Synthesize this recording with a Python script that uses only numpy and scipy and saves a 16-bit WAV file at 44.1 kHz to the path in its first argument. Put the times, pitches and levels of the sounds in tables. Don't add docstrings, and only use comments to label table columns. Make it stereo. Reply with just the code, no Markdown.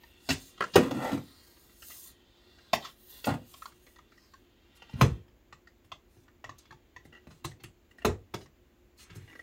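import sys
import numpy as np
from scipy import signal
from scipy.fft import rfft, irfft, next_fast_len
from scipy.io import wavfile
from scipy.ndimage import uniform_filter1d

SR = 44100
rng = np.random.default_rng(int(sys.argv[2]) if len(sys.argv) > 2 else 0)


def attenuation_scalar(level_db):
    decades = np.asarray(level_db, float) / 20
    return 10 ** decades


def output_pcm(signal):
    pcm = np.clip(np.atleast_2d(signal).T, -1, 1) * 32767
    wavfile.write(sys.argv[1], SR, np.round(pcm).astype(np.int16))


N = 415422

# (frequency [Hz], relative density [dB per Hz])
AIR = [(13, -52.5), (22, -18), (49, 4.5), (95, -11.5), (180, -21), (212, -12), (348, -11), (447, -15),
       (513, -16.5), (780, -22), (1150, -25.5), (2280, -27), (5670, -42), (7070, -36.5), (8580, -53),
       (16200, -37.5)]
AIR_DB = -60
# (frequency [Hz], left-right likeness [-1..1])
AIR_LIKENESS = [(60, 0.67), (150, 0.74), (380, -0.3), (950, -0.35), (2380, -0.25), (5980, 0.82),
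                (15000, 0.94)]
# (frequency [Hz], level [dB])
DRONE = [(350, -71)]
# (frequency [Hz], t60 [s])
ROOM_DECAY = [(60, 0.31), (160, 0.28), (420, 0.26), (1100, 0.19), (2900, 0.15), (7700, 0.19),
              (15000, 0.039)]
# (frequency [Hz], left-right likeness [-1..1])
ECHO_LIKENESS = [(100, 0.96), (200, 1), (380, 1), (950, -0.77), (2380, 1), (5980, 0.16), (15000, 1)]
HELD_ROOM_DB, LAID_ROOM_DB = -6.5, -6
NEAR_MS, NEAR_DB = 6, -2.5

# (time [s], left over right [dB])
PLACE = [(0, 2), (.6, 5), (.8, 0), (1.12, 3), (1.4, 0), (2.7, -2), (3.27, 0), (3.62, -6), (4.3, 1), (5, 2),
         (6.5, -1), (7.4, 0), (9.42, 0)]
LAID_DOWN_S = 4.6
LAG_HELD_MS, LAG_LAID_MS = 0.26, 0.07
SOFT_LIMIT = 0.95

# (frequency [Hz], relative density [dB per Hz])
SKIN = [(2350, -28.5), (4000, -13), (5520, -9.5), (6660, -5), (8070, -10.5), (9570, -4.5), (11100, -9),
        (13900, -1.5), (15300, -3.5), (16200, -9)]
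# (frequency [Hz], relative density [dB per Hz])
CARDBOARD = [(2350, -26), (4000, -3.5), (4770, -9), (5330, -6), (7660, -5), (8510, -7.5), (13800, -13),
             (16200, -13.5)]
# (start [s], length [s], level [dB])
SLIDES = [(-.4, 2.7, -65), (0, 0.14, -70.5), (2.6, 1.54, -68.5), (.17, 0.38, -48.5), (.285, 0.057, -33),
          (.29, 0.08, -77), (.56, 0.23, -58), (.8, 0.14, -60), (.9, 0.5, -66), (1.18, 0.76, -64.5),
          (1.73, 0.41, -48), (2.3, 0.46, -81.5), (2.725, 0.037, -45), (2.7, 0.26, -63), (2.95, 0.16, -65.5),
          (3.03, 0.25, -56), (3.245, 0.033, -40.5), (3.4, 0.33, -57), (3.77, 0.2, -66), (4.0, 0.49, -76.5),
          (4.745, 0.034, -61.5), (4.9, 0.025, -68), (4.97, 0.11, -53.5), (5.835, 0.027, -70),
          (5.91, 0.018, -73), (6.05, 0.22, -73.5), (6.58, 0.014, -51), (7.04, 0.027, -64.5),
          (7.25, 0.17, -71), (7.44, 0.019, -41.5), (7.45, 0.079, -64.5), (7.632, 0.013, -44.5),
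          (7.9, 0.022, -69), (7.972, 0.028, -64.5), (8.1, 0.12, -80), (8.31, 0.16, -65), (8.5, 0.54, -88.5),
          (8.96, 0.093, -55.5), (9.05, 0.33, -69.5), (9.145, 0.029, -54.5), (9.33, 0.1, -68)]
# (time [s], gain above SHRILL_HZ [dB])
GRIP = [(0, 7), (.3, -14), (.6, -11), (1.2, -1), (1.8, -1.5), (1.95, 0.5), (2.1, 0.5), (2.7, 2.5),
        (3.1, 5.5), (3.27, 0), (3.6, -2), (4.5, 0), (7, -1), (8.1, -3.5), (9.42, 0)]
SHRILL_HZ = 9500
# (time [s], level [dB], swish [Hz])
WINDING = [(0, -65.5, 2593), (.66, -63.5, 3000), (.81, -59.5, 2600), (.99, -61.5, 2613), (1.18, -60, 3000),
           (1.42, -59.5, 4300), (1.57, -63, 4000), (1.84, -70, 3000), (1.97, -60, 3296),
           (2.13, -69.5, 2700), (2.6, -61, 3683), (2.73, -61.5, 3200), (2.91, -72.5, 3000),
           (3.12, -63.5, 3504), (3.28, -64.5, 3000), (4.01, -75, 2600), (4.25, -64, 4753),
           (4.4, -75.5, 2803), (4.67, -69, 3000), (4.99, -58.5, 2790), (5.27, -82.5, 2786),
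           (6.51, -86.5, 3000), (6.61, -68.5, 3202), (6.79, -78.5, 3000), (7.34, -74.5, 3000),
           (7.69, -82, 3000), (9.02, -85.5, 2596), (9.18, -71.5, 2415), (9.42, -71, 2200)]
# (start [s], length [s], level [dB], swish [Hz])
BRUSHES = [(0, 0.051, -65, 2136), (0.237, 0.24, -49.5, 3200), (0.541, .24, -56.5, 2827),
           (.8, .09, -49, 2200), (2.02, 0.16, -58, 3900), (1.854, 0.15, -58.5, 2780),
           (2.78, 0.17, -47, 3294), (3.054, .25, -54, 3530), (3.42, 0.32, -63.5, 3000),
           (4.998, .25, -61.5, 2800), (6.507, .18, -74, 2713), (7.974, 0.099, -68, 1957),
           (8.97, 0.12, -59, 2382), (9, 0.37, -63.5, 1500)]
# (start [s], length [s], low hub [dB], high hub [dB], rim [dB])
DRAGS = [(.76, 0.21, -33, -45, -45), (.89, 0.19, -36, -61, -63), (.95, 0.28, -43.5, -31.5, -39),
         (1.09, 0.11, -34, -57, -59.5), (3.25, 0.11, -41, -32, -35), (4.915, 0.31, -41.5, -56, -72.5),
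         (8.05, .12, -54, -45, -49)]
DRAG_SHAPE, BRUSH_SHAPE, SLIDE_SHAPE = (0.36, 0.75), (0.29, 0.6), (0.31, 0.17)
SWELL = 1.6

# (frequency [Hz], relative level [dB], base t60 [s])
BENCH = [(62, -0.5, 0.19), (78, 0, .22), (95, 0, 0.24), (115, 4.5, 0.066), (150, 5, 0.065),
         (229, -0.5, 0.045), (267, 2, 0.14)]
HUB = [(245, 1.5, .05), (315, 3, .045), (367, 2, .04), (420, 1, .04), (500, 3, .045), (592, 0, .04),
       (676, 0, .04), (750, 2, .045), (850, -1, .035)]
FLANGE = [(922.5, -19.5, 0.01), (1100, -3, 0.021), (1260, -2, 0.056), (1500, -3.5, 0.02), (1700, -2, 0.074),
          (1930, -0.5, 0.075), (2200, 2.5, .018), (2460, 0, 0.017), (2920, 3.5, .03), (3150, 2.5, .03),
          (3580, 1.5, .018), (4000, -5, .013), (4542, -4.5, .021), (5373, -4.5, .02), (6660, -11, .01)]
# (frequency [Hz], t60 [s])
JOINT = [(1960, .022), (2830, .028)]
# (frequency [Hz], relative level [dB])
CRACK = [(500, -35), (1200, 4.5), (3000, 6), (5000, 3.5), (7000, 0), (9000, -20), (11500, -17.5),
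         (14000, -20), (16000, -27.5)]
SPOT_DB = 2.5

# (time [s], peak [dB], upper mode [dB], slip decay [s])
CREAKS = [(7.1244, -46, 1.5, 0.0047), (7.1348, -49, -5.5, 0.0025), (7.147, -46.5, -2, 0.0025),
          (7.158, -51, 1.5, 0.0038), (7.167, -49.5, -1, 0.0037), (7.176, -52.5, -1, 0.003),
          (7.91, -51, -8.5, 0.003), (7.983, -45, -10, 0.0029), (8.0191, -41, -7, 0.0036),
          (9.277, -46.5, -11.5, 0.0042), (9.297, -44, 0, 0.0028), (9.310, -48, -18, 0.0025),
          (9.3281, -43.5, -25, 0.0041), (9.3522, -42, -22, 0.0026), (9.392, -40, -36, 0.0025)]
# (time [s], level [dB], thud [Hz])
THUMPS = [(0.298, -35, 93.5), (0.755, -31, 93), (1.124, -31, 193), (3.272, -32.5, 138), (3.303, -32.5, 132),
          (3.334, -48, 150), (4.934, -33.5, 127), (4.975, -42, 98), (5.016, -17.5, 114.6),
          (5.052, -33, 119.6), (5.108, -35.5, 71.8), (8.079, -31.5, 92), (8.139, -45, 79),
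          (9.162, -45.5, 114), (9.216, -49.5, 110)]
# (time [s], flange peak [dB], thud [dB], struck patch [Hz], its second tone [Hz])
SCUFFS = [(0.294, -21.5, -28, 984, 2710), (0.733, -29.5, -15, 2450, 5100), (2.842, -35, -36, 1100, 3090),
          (6.584, -60, -31, 4900, 4920), (7.301, -51.5, -4.5, 1430, 7600), (7.595, -54.5, -11.5, 796, 4330),
          (8.404, -51, -5, 770, 5000), (8.985, -58.5, -18.5, 2200, 7100), (9.094, -48.5, -8, 3470, 3530)]
TAPS = [(0.034, -41, -29, 920, 1940), (0.577, -43, -19, 1410, 3000), (0.637, -24.5, -46.5, 1350, 1050),
        (0.966, -45.5, 9, 851, 2400), (1.117, -30.5, -12, 830, 3100), (1.177, -40.5, 0, 870, 2040),
        (1.567, -53, -14, 1850, 3100), (1.691, -53.5, -14, 1870, 1930), (1.821, -34.5, -46, 2200, 3120),
        (1.901, -37, -48, 2120, 2000), (2.77, -49, -1, 904, 1862), (2.585, -48, -27, 1990, 1930),
        (1.13, -40.5, 6.5, 800, 1500), (3.539, -38, -37, 1090, 3120), (3.62, -35.5, -57, 1280, 1920),
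        (3.655, -31.5, -49, 1170, 1470), (3.72, -50, -14, 1950, 1900), (3.865, -42.5, -25.5, 1410, 1970),
        (3.959, -46, -26, 1880, 1920), (3.985, -45, -26.5, 1176, 2020), (4.119, -46.5, -29.5, 1860, 2340),
        (4.174, -48.5, -29, 1900, 2970), (4.336, -41.5, -40, 1580, 1100), (4.82, -38.5, -28, 916, 2800),
        (4.894, -43.5, -20, 900, 3000), (4.931, -56.5, 6, 910, 1880), (5.28, -56, -8.5, 1860, 3120),
        (5.525, -35, -24.5, 1227, 1890), (5.671, -44.5, -26, 1630, 1856), (5.844, -56.5, -11.5, 3100, 5420),
        (5.917, -31, -27.5, 1085, 3370), (6.167, -63.5, 4.5, 1403, 2776), (6.28, -50.5, -26.5, 1504, 1746),
        (6.441, -30, -24.5, 1104, 1930), (6.492, -32, -21.5, 1150, 1940), (6.654, -49, -25, 2300, 3300),
        (6.707, -40, -14.5, 1150, 1600), (6.722, -44, -12.5, 1280, 900), (6.962, -36.5, -19.5, 1040, 1920),
        (7.051, -50.5, -1.5, 840, 2040), (7.269, -53.5, 5.5, 887, 3390), (7.351, -65, -6, 870, 5640),
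        (7.514, -45, -8, 847, 1890), (7.638, -35, -14, 2120, 2800), (8.458, -48.5, -23, 1100, 1910),
        (9.156, -54, 4, 2060, 1930)]
# (time [s], flange peak [dB], thud [dB], hub [dB], crack [dB], struck rim [Hz], hub [Hz])
KNOCKS = [(0.288, -26.5, -5.5, -2.5, -3, 1010, 333), (0.303, -29.5, -8, -13.5, 2, 920, 300),
          (0.604, -10, -53, -25, -36, 1524, 474), (0.619, -16.5, -36, -25, -27, 1500, 487),
          (0.755, -8.5, -14.5, -2.5, -22.5, 1220, 510), (0.776, -30, 9, 4.5, -22.5, 789.7, 320),
          (0.908, -36.5, 2.5, 1.5, -10, 1220, 590), (2.73, -7.5, -45, -23, -17, 815, 330),
          (3.241, -28.5, -34, -17, -11, 2570, 400), (3.267, -25.5, -3, -7, -36, 1220, 700),
          (3.292, -43, -3, 4, -41, 1250, 740), (3.336, -36.5, -1.5, -2.5, -42, 1380, 510),
          (5.009, -8, -20.5, -12.5, -19, 1223, 420), (5.017, -25, -7, -3.5, -12, 979, 331),
          (7.444, -33, -6.5, -8.5, -9, 1040, 346), (8.047, -22, -10.5, 1, -11.5, 1100, 405),
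          (8.338, -30.5, -12, -6.5, -12, 1000, 416)]

TAP_TOUCH, SCUFF_TOUCH = (0.0019, 0.0035), (0.0096, 0.016)  # (rise [s], contact decay [s])
CRACK_DB, CRACK_AT_DB, CRACK_SLOPE = -18, -45.5, -0.054
SCUFF_CRACK_DB = -8.5
PATCH_DB, SECOND_TONE_DB = 10.5, 3.5
PATCH_CYCLES = 30
KNOCK_STRIKE, TAP_STRIKE = 3.3, 0.69
KNOCK_CONTACT_S, CONTACT_SLOPE = 0.011, 0.24
HELD_HZ, LAID_HZ = 239, 110


def evened(x):
    return x / np.sqrt(np.mean(x ** 2) + 1e-20)


def smooth_noise(samples):
    return evened(uniform_filter1d(rng.standard_normal(N), samples))


def read(points, hz):
    f, value = np.transpose(points)
    return np.interp(np.log(hz + 1), np.log(f + 1), value)


def curve(rows, column):
    rows = np.asarray(rows)
    return np.interp(np.arange(N) / SR, rows[:, 0], rows[:, column])


def sampled(slow):
    return np.interp(np.arange(N) / 64, np.arange(len(slow)), slow)


def strokes(rows, column, shape):
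    out = np.zeros((len(rows), N // 64 + 2))
    t = np.arange(out.shape[1]) * 64 / SR
    for k, row in enumerate(rows):
        u = (t - row[0]) / row[1]
        envelope = np.clip(np.minimum(u / shape[0], (1 - u) / shape[1]), 0, 1) ** SWELL
        out[k] = (attenuation_scalar(row[column]) * envelope) ** 2
    return out


def coloured(x, points):
    size = next_fast_len(len(x))
    gain = attenuation_scalar(read(points, np.fft.rfftfreq(size, 1 / SR)))
    return irfft(rfft(x, size) * gain, size)[:len(x)]


def high_passed(x, hz):
    return signal.sosfilt(signal.butter(2, hz, "high", fs=SR, output="sos"), x)


def resonate(x, hz, width):
    turn = np.exp(2j * np.pi * np.cumsum(hz) / SR)
    r = np.exp(-np.pi * width / SR)
    return 2 * (turn * signal.lfilter([1 - r], [1, -r], x / turn)).real


def clicks(count, per_s, spread_db):
    happens, sign, size = rng.random((3, count))
    sizes = attenuation_scalar(-spread_db * np.log(np.maximum(size, 0.01)))
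    return (happens < per_s / SR) * np.sign(sign - 0.5) * sizes


def diffuse(z, hz, likeness):
    same = np.clip(read(likeness, hz), -1, 1)[:, None]
    return np.array([z[0], same * z[0] + np.sqrt(1 - same ** 2) * z[1]])


def stretched(modes, factor):
    return [(hz, db, factor * t60) for hz, db, t60 in modes]


def ring(modes, scatter, patch_hz=None, slope_db=0, count=1):
    hz, db, t60 = np.transpose(modes * count)[..., None]
    detune, weight = rng.standard_normal((2, len(hz), 1))
    if patch_hz:
        db = db - slope_db * abs(np.log2(hz / patch_hz))
    t = np.arange(SR // 4 if hz.min() < 130 else SR // 12) / SR
    decay = attenuation_scalar(db + SPOT_DB * weight - 60 * t / t60)
    return (decay * np.sin(2 * np.pi * hz * (1 + scatter * detune) * t)).sum(0)


def air():
    frames, hz = N // 512 + 5, np.fft.rfftfreq(2048, 1 / SR)
    a, b, patches = rng.standard_normal((frames, 1025, 2, 3)).T
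    patches = evened(uniform_filter1d(uniform_filter1d(patches[0], 16, 0), 10, 1))
    z = diffuse(a + 1j * b, hz, AIR_LIKENESS) * attenuation_scalar(read(AIR, hz)[:, None] + 0.56 * patches)
    noise = attenuation_scalar(AIR_DB) * evened(signal.istft(z, nperseg=2048, noverlap=1536)[1][:, :N])
    waver = smooth_noise(4000)
    drone = 0
    for f, db in DRONE:
        phase = 2 * np.pi * np.cumsum(f * (1 + 0.016 * waver)) / SR
        drone = drone + attenuation_scalar(db + 3.3 * waver) * np.sin(phase)
    return noise + drone


def reflected(x, turns_per_s, pattern):
    turn, out = 2 * np.pi * turns_per_s * np.arange(N) / SR, 0
    for share in (np.cos(turn), np.sin(turn)):
        out = out + signal.oaconvolve((x * share)[None], pattern(), axes=1)[:, :N]
    return out


def room_pattern():
    taps = np.zeros((2, SR // 2))
    at = np.arange(60, SR // 2 - 20, 12) + rng.integers(0, 12, (2, (SR // 2 - 69) // 12))
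    np.put_along_axis(taps, at, rng.choice([-1., 1.], at.shape), 1)
    hz, t, z = signal.stft(taps, SR, nperseg=512)
    fade = attenuation_scalar(-60 * t / read(ROOM_DECAY, hz)[:, None])
    tail = signal.istft(diffuse(z, hz, ECHO_LIKENESS) * fade, SR, nperseg=512)[1]
    tail[:, :60] = 0
    return tail[:, :SR // 3] / np.linalg.norm(tail[0])


def room(x):
    return reflected(x, 0.37, room_pattern)


def near_pattern():
    taps = np.zeros((2, SR // 50))
    at = (20 + rng.random((2, 12)) * min(NEAR_MS, 18) * SR / 1000).astype(int)
    np.put_along_axis(taps, at, rng.choice([-1., 1.], at.shape) / np.sqrt(12), 1)
    return taps


def nearby(x):
    return attenuation_scalar(NEAR_DB) * reflected(x, 1.3, near_pattern)


def hiss():
    flutter_db = 1.3 * smooth_noise(300)
    grains = rng.standard_normal(N) + 0.3 * clicks(N, per_s=1500, spread_db=-1.5)
    held = np.arange(N) < LAID_DOWN_S * SR
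    rubbed = np.where(held, evened(coloured(grains, SKIN)), evened(coloured(grains, CARDBOARD)))
    hz, t, z = signal.stft(rubbed, SR, nperseg=512)
    patches = rng.standard_normal(z.shape[::-1]).T
    patches = evened(uniform_filter1d(uniform_filter1d(patches, 10, 0), 12, 1))
    treble = 1 / (1 + (SHRILL_HZ / (hz + 1)) ** 8)
    shrill_db = np.outer(treble, np.interp(t, *np.transpose(GRIP)))
    sliding = signal.istft(z * attenuation_scalar(1.7 * patches + shrill_db), SR, nperseg=512)[1][:N]
    level = sampled(np.sqrt(strokes(SLIDES, column=2, shape=SLIDE_SHAPE).sum(0)))
    return level * attenuation_scalar(flutter_db) * sliding


def rustle():
    brushing = strokes(BRUSHES, column=2, shape=BRUSH_SHAPE)
    steady = attenuation_scalar(curve(WINDING, 1)) ** 2
    power = sampled(brushing.sum(0)) + steady
    brushed_hz = sampled(np.array(BRUSHES)[:, 3] @ brushing)
    swish_hz = (brushed_hz + steady * curve(WINDING, 2)) / power
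    slips = clicks(N, per_s=3700, spread_db=2.0)
    flange = ring(stretched(FLANGE, 0.84), 0.029, 2500, 9, count=3)
    rims = signal.oaconvolve(slips, flange)[:N]
    swish = resonate(resonate(slips, swish_hz, 1800), swish_hz, 1800)
    return np.sqrt(power) * evened(evened(rims) + attenuation_scalar(1.0) * evened(swish))


def drag():
    sound = np.zeros(N)
    gains = [sampled(np.sqrt(strokes(DRAGS, column=k, shape=DRAG_SHAPE).sum(0))) for k in (2, 3, 4)]
    for spot in range(5):
        jerks = evened(clicks(N, per_s=430, spread_db=2.5)) / 2
        low_hub = np.gradient(ring(BENCH[4:] + HUB[:2], 0.1, 220, 3.1, count=2))
        high_modes = HUB[2:] + [(510, 8, 0.091), (740, 3, 0.068)]
        high_hub = np.gradient(ring(high_modes, 0.019, 560, 5.4, count=3))
        rim = ring(FLANGE, 0.13, 1100, 18, count=2)
        for gain, body in zip(gains, (low_hub, high_hub, rim)):
            sound += signal.oaconvolve(jerks * gain, body / np.linalg.norm(body))[:N]
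    return sound


def blow(strike, contact_s, rise_s, flange, thud_db, thud_hz, hub_db, hub_hz, crack_db):
    t = np.arange(SR // 8) / SR
    swell = np.minimum(t / rise_s + 0.17, 1)
    force = swell * np.exp(-np.maximum(t - rise_s, 0) / max(contact_s, 0.001))
    chatter = clicks(len(t), per_s=2300, spread_db=1) * force
    chatter[round(rise_s * SR)] = strike

    push = np.convolve(abs(chatter), np.hanning(round(0.9 * SR / thud_hz / 2)))
    thud_modes = BENCH[4 * (thud_hz > 150):] + [(thud_hz, 3, 11 / thud_hz)]
    thud = np.gradient(ring(thud_modes, 0.065, thud_hz, 15, count=3))
    thud = signal.fftconvolve(push, high_passed(thud, 0.42 * thud_hz))

    hub_modes = stretched(HUB + [(hub_hz, 4, 0.03)], 1.5)
    hub = np.gradient(ring(hub_modes, 0.05, hub_hz, 10, count=6))
    hub = signal.fftconvolve(abs(chatter), hub)

    grit = 0.47 * rng.standard_normal(len(t)) * force ** 2.2
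    crack = coloured(chatter + grit, CRACK)[:SR // 9]

    out = np.zeros(SR // 2)
    shaken = high_passed(signal.fftconvolve(chatter, flange), 520)
    out[:len(shaken)] = shaken / abs(shaken).max()
    for db, part in ((thud_db, thud), (hub_db, hub), (crack_db, crack)):
        out[:len(part)] += attenuation_scalar(db) * part / np.sqrt(np.mean(part[:SR // 50] ** 2))
    return out


def at_times(events):
    mix = np.zeros(N + SR)
    for s, sound in events:
        mix[round(s * SR):][:SR // 2] += sound
    return mix[:N]


def creaks():
    for s, db, upper_db, slip_s in CREAKS:
        modes = [(hz, g, t60) for (hz, t60), g in zip(JOINT, (0, upper_db))]
        yield s, attenuation_scalar(db) * blow(TAP_STRIKE, slip_s, 0.002, ring(modes, 0.0033), -40.0, 100, -17.5, 320, -21.5)


def thumps():
    for s, db, hz in THUMPS:
        yield s, attenuation_scalar(db - 30) * blow(6, 0.003, 0.003, np.ones(1), 30, hz, 0, 300, 0)


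def touch(row, rise_s, contact_s, crack_db):
    s, db, thud_db, hz, second_hz = row
    patch = [(hz, PATCH_DB, PATCH_CYCLES / hz),
             (second_hz, PATCH_DB + SECOND_TONE_DB, PATCH_CYCLES / second_hz)]
    flange = ring(stretched(FLANGE, 0.87), 0.08, hz, 14, count=3) + ring(patch, 0.011, count=2)
    thud_hz = 220 if s < LAID_DOWN_S else 115
    struck = blow(TAP_STRIKE, contact_s, rise_s, flange, thud_db, thud_hz, thud_db - 6, 360, crack_db)
    return s, attenuation_scalar(db) * struck


def scuffs():
    for row in SCUFFS:
        yield touch(row, *SCUFF_TOUCH, SCUFF_CRACK_DB)


def taps():
    for row in TAPS:
        yield touch(row, *TAP_TOUCH, CRACK_DB + CRACK_SLOPE * (row[1] - CRACK_AT_DB))


def knocks():
    for s, db, thud_db, hub_db, crack_db, rim_hz, hub_hz in KNOCKS:
        thud_hz = HELD_HZ if s < LAID_DOWN_S else LAID_HZ
        flange = ring(stretched(FLANGE + [(rim_hz, 3, 0.03)], 0.5), 0.071, rim_hz, 14, count=6)
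        contact_s = KNOCK_CONTACT_S * attenuation_scalar(CONTACT_SLOPE * thud_db)
        yield s, attenuation_scalar(db) * blow(KNOCK_STRIKE, contact_s, 0.004, flange,
                                thud_db, thud_hz, hub_db, hub_hz, crack_db)


def scene():
    reel = hiss() + rustle() + drag()
    for source in (creaks, thumps, scuffs, taps, knocks):
        reel = reel + at_times(source())
    held = np.arange(N) < LAID_DOWN_S * SR
    lag = np.round(np.where(held, LAG_HELD_MS, LAG_LAID_MS) * SR / 1000).astype(int)
    late = np.clip(np.arange(N) - lag, 0, N - 1)
    side = attenuation_scalar(curve(PLACE, 1) / 2)
    bass = signal.sosfilt(signal.butter(1, 140, fs=SR, output="sos"), reel)
    top = reel - bass
    direct = attenuation_scalar(-3.0) * np.array([(top * side + bass)[late], top / side + bass])
    room_send = reel * attenuation_scalar(np.where(held, HELD_ROOM_DB, LAID_ROOM_DB))
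    return direct + nearby(top) + room(room_send) + air()


def top_cut(x):
    return signal.sosfilt(signal.butter(12, 17000, fs=SR, output="sos"), x)


def record(dry):
    heard = high_passed(dry, 55)
    heard = signal.oaconvolve(heard, signal.firwin(255, 15900, fs=SR)[None], "same")
    return top_cut(SOFT_LIMIT * np.tanh(heard / SOFT_LIMIT))


dry = scene()
out = record(dry)
output_pcm(out)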